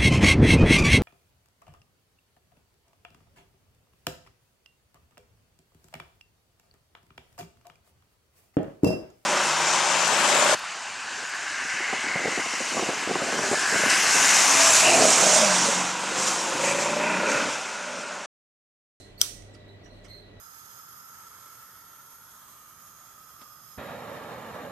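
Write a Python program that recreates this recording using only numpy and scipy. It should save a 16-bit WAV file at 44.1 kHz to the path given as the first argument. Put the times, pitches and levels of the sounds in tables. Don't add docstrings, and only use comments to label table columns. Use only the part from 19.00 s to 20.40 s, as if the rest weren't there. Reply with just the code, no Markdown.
import sys
import numpy as np
from scipy import signal
from scipy.fft import rfft, irfft
from scipy.io import wavfile
from scipy.ndimage import uniform_filter1d

SR = 44100
rng = np.random.default_rng(int(sys.argv[2]) if len(sys.argv) > 2 else 0)


def generate_wav(signal):
    frames = np.transpose(np.atleast_2d(signal))
    scaled = np.clip(frames, -1, 1) * 32767
    pcm = np.round(scaled).astype(np.int16)
    wavfile.write(sys.argv[1], SR, pcm)


def volts_from_decibels(level):
    exponent = np.asarray(level, float) / 20
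    return 10 ** exponent


N = 61740
FAINT_TOP_HZ = 15900


def evened(x):
    return x / np.sqrt(np.mean(x ** 2) + 1e-20)


def read(points, hz):
    point_hz, value = np.transpose(points)
    return np.interp(np.log(hz + 1), np.log(point_hz + 1), value)


def add(mix, start_s, sound):
    at = round(start_s * SR)
    sound = sound[..., max(-at, 0):]
    part = mix[..., max(at, 0):][..., :sound.shape[-1]]
    part += sound[..., :part.shape[-1]]


def sides(pan_db):
    return volts_from_decibels(np.array([[.5], [-.5]]) * pan_db)


def slow(width_hz, size):
    r = np.exp(-np.pi * width_hz / SR)
    return evened(signal.lfilter([1], [1, -2 * r, r * r], rng.standard_normal(size)))


def stroke_shape(t, length_s):
    return (2 * t / length_s) * np.exp(1 - 2 * t / length_s)


# hz, t60_s
ROOM_DECAY = [(500, .2), (1300, 0.28), (2600, .5), (5000, 0.47), (8000, 0.49), (12000, 0.36), (16000, .28)]
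# hz, level_db
SNAP_TO_ROOM = [(600, -35), (1200, -10), (2000, -18.5), (3500, -10.5), (5900, -7), (7200, -10.5),
                (8600, -8), (16000, -19)]
ROOM_RISE_S, ROOM_PAN_DB = 0.004, -8.5


def room(colour):
    taps = np.zeros((2, SR))
    slots = np.arange(60, SR - 12, 12)
    at = slots + rng.integers(0, 12, (2, len(slots)))
    np.put_along_axis(taps, at, rng.choice([-1., 1.], at.shape), 1)
    hz, t, z = signal.stft(taps, SR, nperseg=256)
    level_db = read(colour, hz)[:, None] - 60 * t / read(ROOM_DECAY, hz)[:, None]
    z = z * (hz < FAINT_TOP_HZ)[:, None] * volts_from_decibels(level_db)
    tail = signal.istft(z, SR, nperseg=256)[1][:, :SR]
    rise = 1 - np.exp(-(np.arange(SR) / SR / ROOM_RISE_S) ** 2)
    return tail * rise * sides(ROOM_PAN_DB)


# hz, level_db_per_hz
AIR_COLOUR = [(28, -30), (52, -5.5), (608, -11), (950, -21.5), (3000, -25), (4100, -25), (4800, -35),
              (16000, -62)]
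# hz, likeness
AIR_LIKENESS = [(60, 1), (180, 0.98), (550, 0.15), (1650, -0.0063), (4970, -0.65), (15000, 0.03)]
# hz, left_minus_right_db
AIR_BALANCE = [(60, -3), (180, 0.5), (550, -1.5), (1650, 6), (4970, -8), (15000, -20)]
AIR_DB = -53


def air():
    frames, hz = N // 256 + 5, np.fft.rfftfreq(1024, 1 / SR)
    a, b, c, d, patches = rng.standard_normal((frames, 513, 5)).T
    patches_db = 0.99 * evened(uniform_filter1d(uniform_filter1d(patches, 12, 0), 10, 1))
    same = np.clip(read(AIR_LIKENESS, hz), -1, 1)[:, None]
    left = a + 1j * b
    right = same * left + np.sqrt(1 - same ** 2) * (c + 1j * d)
    balance_db = np.array([.5, -.5])[:, None, None] * read(AIR_BALANCE, hz)[:, None]
    z = np.array([left, right]) * volts_from_decibels(read(AIR_COLOUR, hz)[:, None] + patches_db + balance_db)
    z *= (hz < FAINT_TOP_HZ)[:, None]
    return volts_from_decibels(AIR_DB) * evened(signal.istft(z, nperseg=1024, noverlap=768)[1][:, :N])


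# pitch_hz, width_hz, level_db, left_right_likeness
FAN_TONES = [(62, 10, -73.5, 0.82), (195.6, 6.5, -62.5, .9), (302, 16, -65.5, 0.65), (401, 53, -61, 1),
             (599.6, 56, -62.5, 0.45), (694, 55, -68, 0.34), (1952, 75, -64.5, 0.37), (2244, 38, -77.5, .5)]
# time_s, hum_db, rumble_db
FAN_BEAT = [(0.0, -51, -64), (0.07, -57.5, -71), (0.12, -57.5, -55.5), (0.252, -59, -62),
            (0.392, -53, -50.5), (0.444, -49.5, -55.5), (0.584, -53.5, -69), (0.658, -52.5, -58),
            (0.772, -48.5, -82), (0.834, -60.5, -62.5), (0.958, -50, -55), (1.056, -59.5, -55),
            (1.114, -48.5, -62), (1.168, -73, -57), (1.204, -57.5, -61.5), (1.4, -52, -62)]
TWICE_MAINS_HZ, RUMBLE_HZ, STEADY = 100, 38.3, 0.24


def fan():
    out, t = np.zeros((2, N)), np.arange(N) / SR
    for hz, width_hz, level_db, same in FAN_TONES:
        a = slow(width_hz, (4, 2 * N))[:, N:]
        z = a[:2] + 1j * a[2:]
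        same = np.clip(same, 0, 1)
        z = np.array([z[0], same * z[0] + np.sqrt(1 - same ** 2) * z[1]])
        waver = STEADY * np.sqrt(2) + (1 - STEADY) * z
        out += volts_from_decibels(level_db) * (waver * np.exp(2j * np.pi * (hz * t + rng.random()))).real
    time_s, hum_db, rumble_db = np.transpose(FAN_BEAT)
    port_phase = np.array([[0], [.45]])
    for hz, level_db in [(TWICE_MAINS_HZ, hum_db), (RUMBLE_HZ, rumble_db)]:
        out += volts_from_decibels(np.interp(t, time_s, level_db) + 2.5) * np.sin(2 * np.pi * hz * t + port_phase)
    return out * sides(-1.8)


# start_s, length_s, pitch_hz, level_db, overtone_db
CHEEPS = [
    (-.02, 0.069, 4130, -53, -29),
    (0.177, 0.035, 4440, -49.5, -24),
    (.46, 0.12, 4000, -69.5, -41),
    (0.601, 0.12, 3900, -65.5, -34),
    (0.677, 0.07, 3963, -60, -23.5),
    (0.896, 0.11, 4160, -62.5, -39),
    (0.947, 0.083, 3950, -64, -28),
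    (1.081, 0.0088, 4140, -51.5, -15.5),
    (1.094, 0.1, 4175, -48, -22.5),
    (1.222, 0.19, 3946, -64, -44),
]
# multiple, level_db
OVERTONES = [(.5, 6), (1.5, -4.5), (2, -0.5), (2.5, -13.5), (3, -2.5), (3.5, -14)]
CHEEP_RISE_S, CHEEP_FADE_DB, CHEEP_T60_S, CHEEP_PAN_DB = .004, -6.5, 0.33, -7
WOBBLE, WOBBLE_HZ, FUZZ, BLUR_HZ = 0.017, 505, 0.54, 232


def bird():
    out, t = np.zeros((2, N)), np.arange(SR // 2) / SR
    for start_s, length_s, pitch_hz, level_db, overtone_db in CHEEPS:
        wobbling_hz = pitch_hz * (1 + WOBBLE * slow(WOBBLE_HZ, len(t)))
        phase = 2 * np.pi * np.cumsum(wobbling_hz) / SR
        a, b = slow(BLUR_HZ, (2, 2, len(t)))
        blur = 1 - FUZZ + FUZZ * (a + 1j * b) / np.sqrt(2)
        tone = (blur * np.exp(1j * phase)).real
        for multiple, line_db in OVERTONES:
            swell = 0.2 + slow(multiple * BLUR_HZ, (2, len(t)))
            tone = tone + volts_from_decibels(overtone_db + line_db) * swell * np.sin(multiple * phase)
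        fall_db = CHEEP_FADE_DB * np.minimum(t / length_s, 1)
        fall_db = fall_db - 60 * np.maximum(t - length_s, 0) / CHEEP_T60_S
        add(out, start_s, volts_from_decibels(level_db + 5.5 + fall_db) * np.minimum(t / CHEEP_RISE_S, 1) * tone)
    return out * sides(CHEEP_PAN_DB)


# start_s,
# length_s, centre_hz, width_hz
CREAKS = [(.177, .020, 13300, 500), (.184, .02, 8240, 500), (.198, .012, 13300, 500),
          (.421, .003, 5800, 1300), (.422, .003, 2400, 1600), (.533, .007, 7800, 300),
          (.540, .008, 5650, 500), (.543, .006, 2700, 400), (.544, .005, 4930, 500),
          (.545, .004, 9300, 900), (.547, .007, 7030, 300), (.549, .006, 4600, 250),
          (.831, .014, 5750, 250), (.845, .005, 5700, 250), (.852, .014, 5860, 200),
          (.855, .007, 1700, 250), (.857, .007, 2930, 250), (.858, .009, 7060, 300),
          (.864, .008, 1300, 250), (1.033, .018, 6940, 400), (1.042, .014, 5170, 300),
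          (1.043, .014, 5940, 400), (1.044, .014, 8060, 400), (1.045, .017, 3080, 600),
          (1.046, .014, 2080, 400), (1.058, .012, 1350, 350), (1.063, .005, 5940, 400)]
CREAK_DB = [-62, -66, -61, -56, -60, -66, -64, -63, -60.5, -66.5, -69, -65, -68, -66.5, -62, -63, -61.5,
            -73.5, -65.5, -69.5, -66.5, -63, -66, -66, -61, -60, -62]
FINGER_PAN_DB = -9.5


def creaks():
    out, t, hz = np.zeros((2, N)), np.arange(8192) / SR, np.fft.rfftfreq(8192, 1 / SR)
    for (start_s, length_s, centre_hz, width_hz), level_db in zip(CREAKS, CREAK_DB):
        grit = rng.standard_normal((2, 8192))
        stroke = (grit + .6 * grit[::-1]) * stroke_shape(t, length_s)
        ring = 1 / (1 + 2j * (hz - centre_hz) / width_hz) ** 2
        ring = ring / np.sqrt(np.mean(abs(ring) ** 2))
        add(out, start_s, volts_from_decibels(level_db) * irfft(rfft(stroke) * ring))
    return out * sides(FINGER_PAN_DB)


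# end_s, level_db, growth_db_per_s
SWELLS = [
    (0.2141, -34, 1202.5),
    (1.404, -62, 1501.5),
]
SWELL_TOP_HZ = 9010


def swells():
    t, hz = np.arange(N) / SR, np.fft.rfftfreq(N, 1 / SR)
    colour = volts_from_decibels(read(SNAP_TO_ROOM, hz)) / (1 + (hz / SWELL_TOP_HZ) ** 6)
    noise = evened(irfft(rfft(rng.standard_normal((2, N))) * colour, N))
    swell = np.zeros(N)
    for end_s, level_db, growth_db_per_s in SWELLS:
        swell += volts_from_decibels(level_db + growth_db_per_s * np.minimum(t - end_s, 0)) * (t < end_s)
    return noise * swell


# start_s, level_db, left_minus_right_db, tilt_db_per_octave
STRIKES = [(0.2145, -4.5, 3.5, 1.5), (0.2135, -16.5, -5, 3), (0.2151, -15, 20, -4.5),
           (0.2163, -17.5, -4, 6.5), (0.2179, -25.5, 6.5, 5.5), (0.2202, -25.5, -9, -1.5),
           (0.2208, -29.5, 9.5, -8), (0.2237, -34.5, -1, 4.5), (0.2285, -30.5, -3.5, -2),
           (0.234, -35, -3, -2.5), (0.2455, -31, 4.5, -2)]
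# pitch_hz, left_db, right_db, t60_s
BODY = [(1385, -33, -36, 0.03), (2205, -24, -28.5, 0.015), (3200, -7.5, -18.5, 0.0086),
        (4000, -5, -9.5, 0.0085), (5230, -4.5, -2, .008), (5926, 2.5, 5, 0.0084), (6460, -7.5, -7.5, .005),
        (7370, -12, -12.5, 0.0038), (8170, -13, -2.5, 0.0076), (8930, -13, -8.5, 0.013),
        (9770, -7.5, -8.5, 0.0055), (11540, -6.5, -10, 0.0056), (13180, -11, -15, 0.0048),
        (14350, -9, -16.5, 0.008)]
SNAP_S = STRIKES[0][0]
RIGHT_LAG_S, CONTACT_S, DETUNE = .00015, 0.00025, 0.029
THUD_HZ, THUD_DB, THUD_T60_S = 733, -40, 0.0096


def snap():
    t, out = np.arange(4000) / SR, np.zeros((2, 4000))
    hz, left_db, right_db, t60_s = np.transpose(BODY)[:, :, None]
    sign = (-1) ** np.arange(len(hz))[:, None]
    for start_s, level_db, pan_db, tilt_db in STRIKES:
        where = volts_from_decibels(2.3 * rng.standard_normal(hz.shape)) * sign
        here_hz = hz * (1 + DETUNE * (start_s > SNAP_S) * rng.standard_normal(hz.shape))
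        ports = [(left_db + pan_db / 2, 0), (right_db - pan_db / 2, RIGHT_LAG_S)]
        for k, (mode_db, lag_s) in enumerate(ports):
            u = np.maximum(t - start_s + SNAP_S - lag_s, 0)
            ring_db = level_db + mode_db + tilt_db * np.log2(hz / 6000) - 60 * u / t60_s
            ring = volts_from_decibels(ring_db) * np.sin(2 * np.pi * here_hz * u)
            out[k] += (where * ring).sum(0) * (1 - np.exp(-u / CONTACT_S))
    thud = volts_from_decibels(THUD_DB - 60 * t / THUD_T60_S) * np.sin(2 * np.pi * THUD_HZ * t)
    return out + thud


# start_s, level_db, length_s, centre_hz
TICKS = [
    (.4215, -75, 0.0034, 6000),
    (0.535, -70.5, 0.012, 7480),
    (.5445, -64.5, 0.005, 4200),
    (0.55, -61, 0.013, 3200),
    (0.839, -70, .025, 5060),
    (.857, -68, 0.005, 2610),
    (0.899, -78, 0.1, 13000),
    (1.035, -67.5, 0.022, 8500),
    (1.041, -59, 0.016, 4000),
    (1.06, -57, 0.0036, 3500),
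]
# hz, level_db
PLATE = [(1300, 11.5), (2200, -11), (3000, -1), (4200, -5), (5900, -8), (7500, -14), (10000, -9),
         (14000, -18)]
TICK_OCTAVES, GRIT_PER_S = 1.07, 1900
TICK_RING, TICK_SPREAD_DB, TICK_DRY = 0.52, 4.5, 0.42


def ticks():
    out, t, hz = np.zeros((2, N)), np.arange(16384) / SR, np.fft.rfftfreq(16384, 1 / SR) + 1
    mode_hz, t60_s = np.transpose(BODY)[[0, 3], :, None]
    for start_s, level_db, length_s, centre_hz in TICKS:
        grains = rng.random(16384) < GRIT_PER_S / SR
        grit = rng.standard_normal((2, 16384)) * (0.46 + 3 * grains)
        stroke = (grit + .5 * grit[::-1]) * stroke_shape(t, length_s)
        mode_gain = volts_from_decibels(TICK_SPREAD_DB * rng.standard_normal(t60_s.shape))
        modes = (mode_gain / (1 + 1j * (hz - mode_hz) * t60_s * TICK_RING)).sum(0)
        band = np.exp(-.5 * (np.log2(hz / centre_hz) / TICK_OCTAVES) ** 2)
        colour = (modes + TICK_DRY) * (hz < FAINT_TOP_HZ) * volts_from_decibels(read(PLATE, hz)) * band
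        colour = evened(abs(colour)) * np.exp(1j * np.angle(colour))
        sound = irfft(rfft(stroke) * colour)[:, :len(t) * 7 // 8]
        add(out, start_s, volts_from_decibels(level_db) * sound)
    return out * sides(FINGER_PAN_DB)


EARLIER_S, EARLIER_DB = 0.14, -5
WET_DB, RING_WET_DB, TOUCH_WET_DB = -9, -36.5, -32.5


def scene():
    mix = air() + fan() + bird() + swells()
    click = snap()
    touch = ticks() + creaks()
    flat = room([(20, 0), (20000, 0)])
    ring_wet = signal.fftconvolve(click.mean(0)[None], flat, axes=1)[:, :SR]
    wet = volts_from_decibels(WET_DB) * room(SNAP_TO_ROOM) + volts_from_decibels(RING_WET_DB) * ring_wet
    add(mix, -EARLIER_S, volts_from_decibels(WET_DB + EARLIER_DB) * room(SNAP_TO_ROOM))
    add(mix, SNAP_S, click)
    add(mix, SNAP_S, wet)
    touch_wet = signal.fftconvolve(touch, flat, axes=1)[:, :N]
    return mix + touch + volts_from_decibels(TOUCH_WET_DB) * touch_wet


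def low_pass(x):
    return signal.sosfilt(signal.butter(12, 16830, fs=SR, output="sos"), x)


def record(dry):
    lowpass = signal.firwin(255, 16500, window=("kaiser", 9), fs=SR)
    mix = np.clip(signal.oaconvolve(dry, lowpass[None], "same"), -1, 1)
    return low_pass(mix)


dry = scene()
out = record(dry)
generate_wav(out)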